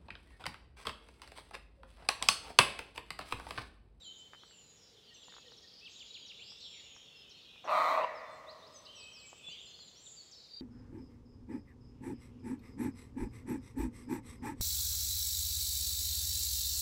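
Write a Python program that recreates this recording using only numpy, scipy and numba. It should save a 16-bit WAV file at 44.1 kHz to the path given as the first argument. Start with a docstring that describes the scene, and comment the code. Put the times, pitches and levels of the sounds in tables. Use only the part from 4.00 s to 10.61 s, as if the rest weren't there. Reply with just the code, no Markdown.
"""Roe deer barking in a wood

One harsh bark: uneven slaps of the vocal folds ring the deer's throat and mouth, and the trunks
throw it back for over a second. Songbirds whistle and trill near and far, each note a gliding tone,
over a soft rustle of air. A dove coos faintly; fingers tap the case of the hand-held phone."""
import sys
import numpy as np
from scipy import signal
from scipy.fft import rfft, irfft, next_fast_len
from scipy.io import wavfile
from scipy.ndimage import uniform_filter1d
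from numba import njit

SR = 44100
rng = np.random.default_rng(int(sys.argv[2]) if len(sys.argv) > 2 else 0)


def inscribe(sig):
    """Save sig as 16-bit PCM at rate SR to the path in sys.argv[1].

    A 1-D sig is mono; a 2-D sig holds one channel per row.
    Samples are clipped to [-1, 1] before scaling.
    """
    pcm = np.round(np.clip(np.atleast_2d(sig).T, -1, 1) * 32767)
    wavfile.write(sys.argv[1], SR, pcm.astype(np.int16))


N = 291501
TIME = np.arange(N) / SR

# The bed of still air. Each row: frequency in Hz, relative level in dB.
AIR_EQ = [(20, -29), (35, -13.5), (55, -1.5), (100, -1.5), (200, -2.5), (320, -6.5), (460, -2.5),
          (650, -10), (1000, -13), (1700, -16), (3000, -12.5), (6000, -16.5), (9000, -27.5), (15500, -32.5)]
# The wash of far birds. Each row: time in seconds, level in dB, centre pitch in Hz.
CHORUS_CURVES = [(0, -55, 3610), (.3, -71, 3818), (.5, -63.5, 3545), (.8, -71.5, 3808), (1.3, -59.5, 3424),
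                 (1.75, -66.5, 3605), (2, -58, 3945), (2.65, -57, 3531), (3, -59.5, 3308), (3.6, -58, 3295),
                 (4.15, -99, 3965), (4.75, -70, 3904), (5, -62.5, 3310), (5.3, -68.5, 3007),
                 (5.55, -54, 3368), (6.2, -71, 4289), (6.4, -62, 4514), (6.6, -59, 3925)]
# Its tone. Each row: frequency in Hz, relative level in dB.
CHORUS_EQ = [(2000, -5.5), (2700, -2), (4300, -4), (6500, -2.5)]
# The far dove. Each row: start and length in seconds, pitch in Hz, level in dB.
DOVE_COOS = [(.9, .12, 460, -72), (1.22, .2, 505, -74), (1.42, .14, 505, -70), (1.54, .09, 475, -71),
             (2.34, .14, 490, -76), (4.55, .17, 470, -70), (5.44, .12, 490, -75)]
# A thin, sinking whistle. Each row: start and length in seconds, level in dB.
THIN_WHISTLES = [(0, .14, -64), (0.447, 0.363, -66), (1.127, 0.302, -66), (1.867, .42, -67.5),
                 (2.576, 0.428, -66)]
# Slides up or down. 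Each row: start and length in seconds, first and last pitch in Hz,
# bend (+ slides early, - late), level in dB.
SLURRED_NOTES = [(.002, 0.038, 4100, 3434, .2, -59), (0.157, 0.0518, 6515, 7810, -0.63, -60.5),
                 (0.387, 0.036, 2760, 4380, 0.29, -62), (0.427, 0.0174, 2938, 4286, 0.46, -61),
                 (0.96, .028, 3945, 3193, 0.31, -61), (1.036, .04, 4930, 4395, -.6, -68.5),
                 (1.068, .055, 3240, 2750, 0.11, -60.5), (1.073, 0.035, 4900, 4060, -.3, -64),
                 (1.141, 0.0227, 6600, 5630, .5, -61), (1.154, .022, 3147, 2540, -0.306, -60),
                 (1.218, 0.0214, 3608, 2815, -0.38, -58), (2.33, 0.224, 7126, 8020, -1.04, -70.5),
                 (2.393, 0.0486, 2240, 3923, -0.25, -53.5), (2.72, 0.072, 5380, 6050, -.6, -66),
                 (3.293, .037, 7300, 3750, 1, -59), (4.148, 0.0548, 5360, 4404, -1.09, -63),
                 (4.29, 0.0926, 9008, 7280, 0.57, -75.5), (4.464, 0.0596, 3454, 5597, -0.734, -59.5),
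                 (4.619, 0.065, 3552, 5550, -.85, -58.5), (4.85, 0.0251, 5487, 3685, .3, -56),
                 (4.947, 0.105, 5993, 3650, -0.72, -58), (5.115, 0.1116, 6000, 3753, -0.426, -58),
                 (5.468, 0.0644, 7560, 5586, -.7, -60.5), (5.478, .13, 2613, 3880, -0.036, -52),
                 (5.49, 0.0547, 4310, 4914, 0.049, -58.5), (5.799, 0.044, 4370, 3998, -0.18, -56),
                 (5.875, 0.0171, 4540, 3650, 0.012, -55.5), (5.955, 0.0504, 5360, 6210, -0.022, -60),
                 (6.059, 0.0222, 3900, 2890, -.9, -59), (6.16, 0.064, 4820, 4315, 0.35, -53.5),
                 (6.31, 0.047, 6800, 3537, 0.078, -54)]
# Whistles that settle on a pitch. Each row: start and length in seconds, first and held pitch in Hz,
# direct level and echo send in dB.
HELD_NOTES = [(0.038, 0.1054, 3390, 3063, -55, -51), (1.81, 0.0634, 2357, 2672, -60, -63.5),
              (2.161, 0.027, 3963, 4192, -57, -72), (2.616, 0.128, 5354, 5427, -63, -64.5),
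              (3.154, 0.081, 5300, 5148, -62, -68), (4.186, 0.19, 3609, 3555, -71.5, -83.5),
              (4.256, 0.157, 4160, 4169, -69, -82.5), (4.7, 0.0742, 5350, 5078, -66.5, -66.5),
              (4.718, 0.093, 7794, 7992, -75.5, -73), (4.739, 0.066, 7070, 6114, -56.5, -67),
              (4.858, 0.09085, 2679, 3131, -58.5, -51), (4.949, 0.167, 8053, 7810, -66, -69),
              (4.966, 0.1053, 2759, 2545, -58, -54.5), (5.051, 0.215, 3198, 3017, -67, -66.5),
              (5.182, 0.125, 7430, 7692, -61.5, -62), (5.231, 0.0483, 2387, 2300, -62.5, -65.5),
              (5.43, 0.054, 3390, 3473, -53, -50.5), (5.667, 0.0285, 4016, 4198, -56, -58.5),
              (5.736, 0.0161, 4053, 4390, -56.5, -53.5), (6.345, 0.064, 5370, 5280, -58.5, -75.5),
              (6.508, 0.0964, 4600, 4692, -52, -53)]
# Notes that rise and fall back. Each row: start and length in seconds, top pitch in Hz, level in dB.
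ARCHED_NOTES = [(5.263, 0.0466, 7457, -58), (5.412, 0.0673, 8705, -73), (5.586, .135, 7326, -64),
                (5.781, 0.134, 7300, -65), (5.978, 0.112, 7398, -64)]
# Buzzy slides. Each row: start and length in seconds, first and last pitch in Hz, level in dB.
BUZZED_NOTES = [(.76, 0.155, 5700, 4910, -66.5), (1.602, 0.314, 4982, 4475, -64),
                (1.884, 0.111, 6300, 6896, -64), (2.43, 0.113, 4587, 5498, -57.5),
                (2.602, 0.096, 4600, 3048, -52), (2.69, .13, 3057, 2105, -61.5),
                (6.028, 0.1417, 7600, 6800, -58.5), (6.382, 0.087, 4230, 4180, -59)]
# Fingers on the phone. Each row: start in seconds, peak level in dB, ring pitch in Hz.
FINGER_TAPS = [(0.3342, -37.5, 1450), (.339, -53.5, 1200), (0.3481, -42, 1420), (0.435, -44, 1116),
               (0.51, -52, 1610), (1.283, -45, 905), (1.324, -45.5, 1560), (1.34, -46.5, 1370),
               (1.366, -45, 1150), (1.383, -43.5, 1094), (1.52, -48, 1100), (2.521, -51.5, 1110),
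               (2.964, -47, 1180), (3.559, -51, 1046), (5.33, -41, 800), (5.486, -48, 767),
               (5.792, -53, 1010)]
# The shape of the bark. Each row: time in seconds, level in dB, vocal fold rate in Hz,
# mouth and throat tuning as multiples of their rest values, hiss against the voice in dB.
BARK_CURVES = [(3.676, -34.5, 178, 1.02, 1.173, -35), (3.7, -30.5, 177.8, 1.013, 1.144, -23.5),
               (3.75, -29.5, 181, 1.051, 0.995, -21.5), (3.82, -29, 188.7, 1.0276, 0.96, -21),
               (3.88, -30, 181.8, 1.0325, 0.952, -19.5), (3.95, -29.5, 174.9, 1.0015, 1.031, -23.5),
               (4, -32.5, 169.1, 0.948, 1.063, -25.5), (4.045, -33, 164.5, 0.907, 1.258, -36)]
# The deer's resonances at rest. Each row: centre and nominal width in Hz, relative level in dB.
MOUTH_MODES = [(624.7, 107.3, -1.5), (921, 190, -7.5), (1146.8, 146.4, 2.5), (1177, 96, -22),
               (1946.7, 150, -13.5)]
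THROAT_MODES = [(2233, 253, -14), (3196, 154, -26), (3805, 270, -28)]
CHEST_MODES = [(181.5, 34.4, -3), (292.8, 41.6, 4.5), (457, 46, -9.5)]
# The hiss on the bark. Each row: frequency in Hz, relative level in dB.
HISS_EQ = [(2800, -34), (3500, -3), (4000, 3.5), (4400, -3), (4750, -10), (5100, -16), (5700, -13),
           (7000, -18.5), (8400, -17), (10000, -24), (15500, -21)]
# The wood's echo for each voice. Each row: frequency in Hz, gain in dB, seconds to fall by 60 dB.
CHORUS_ECHO = [(2000, 0.011, 0.537), (6012, 0.0098, 0.242)]
DOVE_ECHO = [(300, -13.5, 0.55), (900, 7.5, 0.6)]
SONG_ECHO = [(2000, 0, 1.99), (4000, 0.018, 1.26), (8000, 0.014, 1.08)]
BARK_ECHO = [(148.8, -4.5, 1.3), (394.8, -10.5, 3.3), (525, -4, 2.77), (654.3, -10, 1.847),
             (1199, -15, 2.42), (1425, -10, 1.81), (1882.1, -2, 1.773), (2919.7, -10.5, 1.31),
             (4500, -10.5, 1.3), (8100, -5, 0.38), (14980, -21, .3)]


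def undb(db):
    """Decibels to gain."""
    return 10 ** (np.asarray(db) / 20)


def unit(x):
    """Scale to rms 1."""
    return x / np.sqrt(np.mean(x ** 2))


def curves(table):
    """Turn rows that start with a time into one automation curve per remaining column."""
    times, *columns = np.transpose(table)
    return [np.interp(TIME, times, column) for column in columns]


def colour(x, points):
    """Equalise along a curve of (Hz, dB) points."""
    hz, db = np.transpose(points)
    size = next_fast_len(len(x))
    bins_hz = np.maximum(np.fft.rfftfreq(size, 1 / SR), 1)
    gain = undb(np.interp(np.log(bins_hz), np.log(hz), db))
    return irfft(rfft(x, size) * gain, size)[:len(x)]


def wander(rate_hz, size=N):
    """Smooth random drift, spread near 1."""
    steps = np.arange(size) * rate_hz / SR
    return np.interp(steps, np.arange(size // 8 + 2), rng.standard_normal(size // 8 + 2))


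def add(track, start_s, sound):
    """Mix a sound in at a time."""
    i = max(int(start_s * SR), 0)
    track[i:i + len(sound)] += sound[:max(N - i, 0)]


@njit
def bandpass(x, hz, width_hz):
    """State-variable band-pass with a moving centre, gain 1 there."""
    out, band, low = np.empty(len(x)), 0., 0.
    for i in range(len(x)):
        g, damping = np.tan(np.pi * hz[i] / SR), width_hz / hz[i]
        v = (band + g * (x[i] - low)) / (1 + g * (g + damping))
        band, low = 2 * v - band, low + 2 * g * v
        out[i] = damping * v
    return out


def resonance(x, hz, width_hz):
    """A steep resonance, steady or moving: the band-pass applied twice."""
    centre = hz * np.ones(len(x))
    return bandpass(bandpass(x, centre, float(width_hz)), centre, float(width_hz))


def cavity(x, modes, tuning=1):
    """Resonances that move together; alternate signs deepen the valleys between them."""
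    return sum((-1) ** k * undb(db) * resonance(x, hz * tuning, np.sqrt(2) * width)
               for k, (hz, width, db) in enumerate(modes))


def near_trunks(x, first_s=0.004025, last_s=.03, db=-17, count=6):
    """The ground and the closest trunks add a few quick reflections."""
    out = x.copy()
    for place in rng.random(count):
        add(out, first_s + place * (last_s - first_s), undb(db) * x)
    return out / np.sqrt(1 + count * undb(db) ** 2)


def wood_echo(x, bands, build_s):
    """Scatter from countless trunks: a tail that builds, then dies at its own pace in each band."""
    hz, db, t60 = np.transpose(bands)
    f, t, noise = signal.stft(rng.standard_normal(2 * SR), SR, nperseg=512)
    db, t60 = (np.interp(np.log(f + 1), np.log(hz), column)[:, None] for column in (db, t60))
    fade = np.exp(-np.log(1000) * t / t60) * (1 - np.exp(-t / build_s))
    fade *= undb(db) / np.sqrt(2 * SR * np.mean(fade ** 2, axis=1, keepdims=True))
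    tail = signal.istft(noise * fade, SR)[1]
    return signal.fftconvolve(x, tail)[:N]


def knots(count=6):
    """Where a contour's pitches lie, as shares of the note's length: closest near the two ends."""
    return (1 - np.cos(np.linspace(0, np.pi, count))) / 2


def slur(start_hz, end_hz, bend=0):
    """The contour of a slide; without bend it covers equal musical steps in equal times."""
    u = knots()
    return start_hz * (end_hz / start_hz) ** (u + bend * u * (1 - u))


def arch(top_hz, drop=.21, lean=0.1314):
    """A contour that shoots up, sinks a little and drops away; lean brings the top early."""
    v = 2 * knots() - 1
    return top_hz * (1 - drop * (v ** 2 + v ** 4) / 2 - lean * v * (1 - v ** 2) / 2)


def beats(start_s, every_s, count):
    """The times of an evenly repeated note."""
    return start_s + every_s * np.arange(count)


def whistle(length_s, contour, buzz_depth_hz=0., buzz_hz=140, waver=0.00776):
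    """One bird note: a wavering tone glides along a contour in Hz; a buzz shakes its pitch fast."""
    u = np.linspace(0, 1, max(int(length_s * SR), 64))
    glide = np.polyval(np.polyfit(knots(len(contour)), contour, len(contour) - 1), u)
    shake = np.sin(2 * np.pi * buzz_hz * length_s * u + wander(120, len(u)))
    hz = glide * (1 + waver * wander(250.57, len(u))) + buzz_depth_hz * shake
    swell = np.sqrt(2 * np.abs(np.sin(np.pi * u))) * undb(2.72 * wander(93, len(u)))
    return swell * np.sin(2 * np.pi * np.cumsum(hz) / SR)


def air(db=-65.5, sway_db=-1.41):
    """A low rustle that sways slightly."""
    return unit(colour(rng.standard_normal(N), AIR_EQ)) * undb(db + sway_db * wander(1))


def far_chorus(spread=.14, glide=0.1188, length_s=.04, count=600):
    """Many distant chirps, smeared by the trees into a shimmering band."""
    db, centre_hz = curves(CHORUS_CURVES)
    chirps = np.zeros(N)
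    for k, (late, pitch, slope, size) in enumerate(np.clip(rng.standard_normal((count, 4)), -2, 2)):
        i = int(np.clip((k + late / 2) / count, 0, 1) * (N - 1))
        contour = centre_hz[i] * np.exp(spread * pitch + glide * slope * np.linspace(-1, 1, 4))
        add(chirps, i / SR, undb(0.83 * size) * whistle(length_s, contour))
    wash = colour(0.22 * chirps + wood_echo(chirps, CHORUS_ECHO, build_s=0.026), CHORUS_EQ)
    running_rms = np.sqrt(uniform_filter1d(wash ** 2, SR // 5) + 1e-12)
    return undb(db) * wash / running_rms


def dove():
    """Soft low coos and their echo."""
    coos = np.zeros(N)
    for start, length, hz, db in DOVE_COOS:
        add(coos, start, undb(db) * whistle(length, hz * np.array([0.981, 1.01, 0.87, 0.975])))
    return coos + wood_echo(coos, DOVE_ECHO, build_s=0.016)


def note(start_s, length_s, contour, db, send_db):
    """A cue for one bird note; its echo send is relative to its direct level."""
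    return start_s, length_s, contour, db, send_db


def twitter(centre_hz=5400, spread=0.15, glide=0.14, length_s=0.053, count=36):
    """Cues for faint stray slurs at chance times and pitches."""
    notes = []
    for k, (late, pitch, slope) in enumerate(np.clip(rng.standard_normal((count, 3)), -2, 2)):
        start = (k + late / 2) / count * N / SR
        hz = centre_hz * np.exp(spread * pitch)
        notes.append(note(start, length_s, slur(hz, hz * np.exp(glide * slope)), db=-76, send_db=-2))
    return notes


def warblers(settle_share=.16):
    """Cues for free song made of slurs, held whistles and arches."""
    slurs = [note(start, length, slur(first, last, bend), db, send_db=-4)
             for start, length, first, last, bend, db in SLURRED_NOTES]
    settle = np.exp(-knots() / settle_share)
    holds = [note(start, length, held + (first - held) * settle, db, send_db=echo_db - db)
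             for start, length, first, held, db, echo_db in HELD_NOTES]
    arches = [note(start, length, arch(hz), db, send_db=-3) for start, length, hz, db in ARCHED_NOTES]
    return slurs + holds + arches


def callers():
    """Cues for three birds that each repeat one note: thin whistles, high hooks and low piping."""
    thin = [note(start, length, (7827, 7324, 6764, 6672), db, send_db=-1)
            for start, length, db in THIN_WHISTLES]
    hooks = [note(start, .031, (7121, 6010, 5433, 5390), db=-61.5, send_db=-1.5)
             for start in beats(1.563, every_s=.3465, count=7)]
    pipes = [note(start, 0.043, (1942, 1897, 1844, 1820), db=-69, send_db=-8)
             for start in beats(1.107, every_s=.173, count=4)]
    return thin + hooks + pipes


def finch(trill_start_s=1.225, trill_rate_hz=18.1, syllables=11, chip_lead_s=.032):
    """Cues for a trill, a flick up and a slur down per syllable, then steep sweeps with chips between."""
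    flick_hz, fall_hz = np.array([3845, 4422, 5430, 6020]), np.array([4718, 4347, 3500, 2690])
    tunings = 1 + 0.03995 * rng.standard_normal(syllables)
    trill = []
    for start, tuning in zip(beats(trill_start_s, 1 / trill_rate_hz, syllables), tunings):
        trill.append(note(start + 0.0055, .022, tuning * flick_hz, db=-62, send_db=-2.5))
        trill.append(note(start + 0.021, .024, tuning * fall_hz, db=-63.5, send_db=-2.5))
    starts = beats(1.844, every_s=.146, count=4)
    sweeps = [note(start, .041, (6019, 4080, 2844, 2056), db=-51, send_db=-3) for start in starts]
    chips = [note(start - chip_lead_s, 0.017, (3670, 3890, 3840, 3825), db=-50, send_db=-6)
             for start in starts[1:]]
    return trill + sweeps + chips


def songbirds(buzz_send_db=-1):
    """Play the cues and the buzzy slides; each note arrives straight and through the trees."""
    direct, send = np.zeros(N), np.zeros(N)
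    for start, length, contour, db, send_db in finch() + callers() + warblers() + twitter():
        tone = undb(db) * whistle(length, contour)
        add(direct, start, tone)
        add(send, start, undb(send_db) * tone)
    for start, length, first, last, db in BUZZED_NOTES:
        buzz = undb(db) * whistle(length, slur(first, last), buzz_depth_hz=345.6)
        add(direct, start, buzz)
        add(send, start, undb(buzz_send_db) * buzz)
    return near_trunks(direct, last_s=.04, db=-17.5) + wood_echo(send, SONG_ECHO, build_s=0.0032)


def handling(ring_cycles=0.714, rattle_gain=0.1285, rattle_s=0.0092,
             thud_at_s=5.484, thud_hz=165, thud_db=-58, thud_decay_s=0.021):
    """Finger taps ring the phone's case for a cycle or two; one shift of grip thuds."""
    out, t = np.zeros(N), np.arange(SR // 10) / SR
    for start, db, hz in FINGER_TAPS:
        age = t * hz / ring_cycles
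        ring = 2 * np.e * age * np.exp(-2 * age) * np.sin(2 * np.pi * hz * t)
        scrape = unit(resonance(rng.standard_normal(len(t)), hz, width_hz=1.29 * hz))
        add(out, start, undb(db) * (ring + rattle_gain * scrape * np.exp(-t / rattle_s)))
    # the whole case moves, so it rings low
    thud = np.exp(-t / thud_decay_s) * np.sin(2 * np.pi * thud_hz * t)
    add(out, thud_at_s, undb(thud_db) * thud)
    return out


def fold_slaps(start_s, end_s, fold_hz, jitter=.13, shimmer_db=2.0):
    """The vocal folds slap shut, uneven in timing and strength: one click per slap."""
    slaps, at_s = np.zeros(N), start_s
    for late, size in rng.standard_normal((120, 2)):
        if at_s < end_s:
            i = int(at_s * SR)
            slaps[i] = undb(shimmer_db * np.tanh(size))
            at_s += max(1 + jitter * late, .5) / fold_hz[i]
    return slaps


def breath_rush(catch_s, lead_s=.041, db=-50):
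    """A weak rush of air opens the call before the folds catch."""
    start = catch_s - lead_s
    swell = np.interp(TIME, [start, start + 0.0097, catch_s, catch_s + .01], [0.0079, 0.86, 1.81, 0.018])
    return undb(db) * swell * unit(resonance(rng.standard_normal(N), hz=750, width_hz=860))


def bark(start_s=3.676, end_s=4.048, puff_s=0.00337,
         rasp_db=-3, turbulence_db=-10, chest_db=-31, hiss_flutter=0.99):
    """Each slap and its puff of air ring the throat, which lengthens mid-call, and the closing mouth."""
    effort_db, fold_hz, mouth_tuning, throat_tuning, hiss_db = curves(BARK_CURVES)
    slaps = fold_slaps(start_s, end_s, fold_hz)
    gate = uniform_filter1d(1. * ((TIME > start_s) & (TIME < end_s)), 200)
    puffs = unit(signal.lfilter([1], [1, -np.exp(-1 / (puff_s * SR))], slaps))
    airflow = undb(rasp_db) * puffs + undb(turbulence_db) * unit(gate)
    source = unit(slaps) + airflow * rng.standard_normal(N)
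    rush = breath_rush(start_s)
    voice = unit(cavity(source, MOUTH_MODES, mouth_tuning) + cavity(source, THROAT_MODES, throat_tuning))
    chest = unit(cavity(source, CHEST_MODES))
    hiss = unit(colour((hiss_flutter * puffs + unit(gate)) * rng.standard_normal(N), HISS_EQ))
    call = voice + undb(chest_db) * chest + undb(hiss_db) * hiss
    call *= np.sqrt(np.mean(gate))  # rms near 1 while the deer calls
    return undb(effort_db) * call + rush


def scene():
    """The mono mix: the deer and its echo over the birds, the hand and the air."""
    deer = near_trunks(bark())
    echo = wood_echo(deer, BARK_ECHO, build_s=0.012)
    return (undb(0.5) * deer + echo + songbirds() + far_chorus() + dove() + handling() + air())[None]


def record(dry):
    """The phone cuts the top end steeply."""
    top_hz = 15750
    return signal.sosfilt(signal.ellip(10, .2, 70, top_hz, fs=SR, output="sos"), dry)


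dry = scene()
out = record(dry)
inscribe(out)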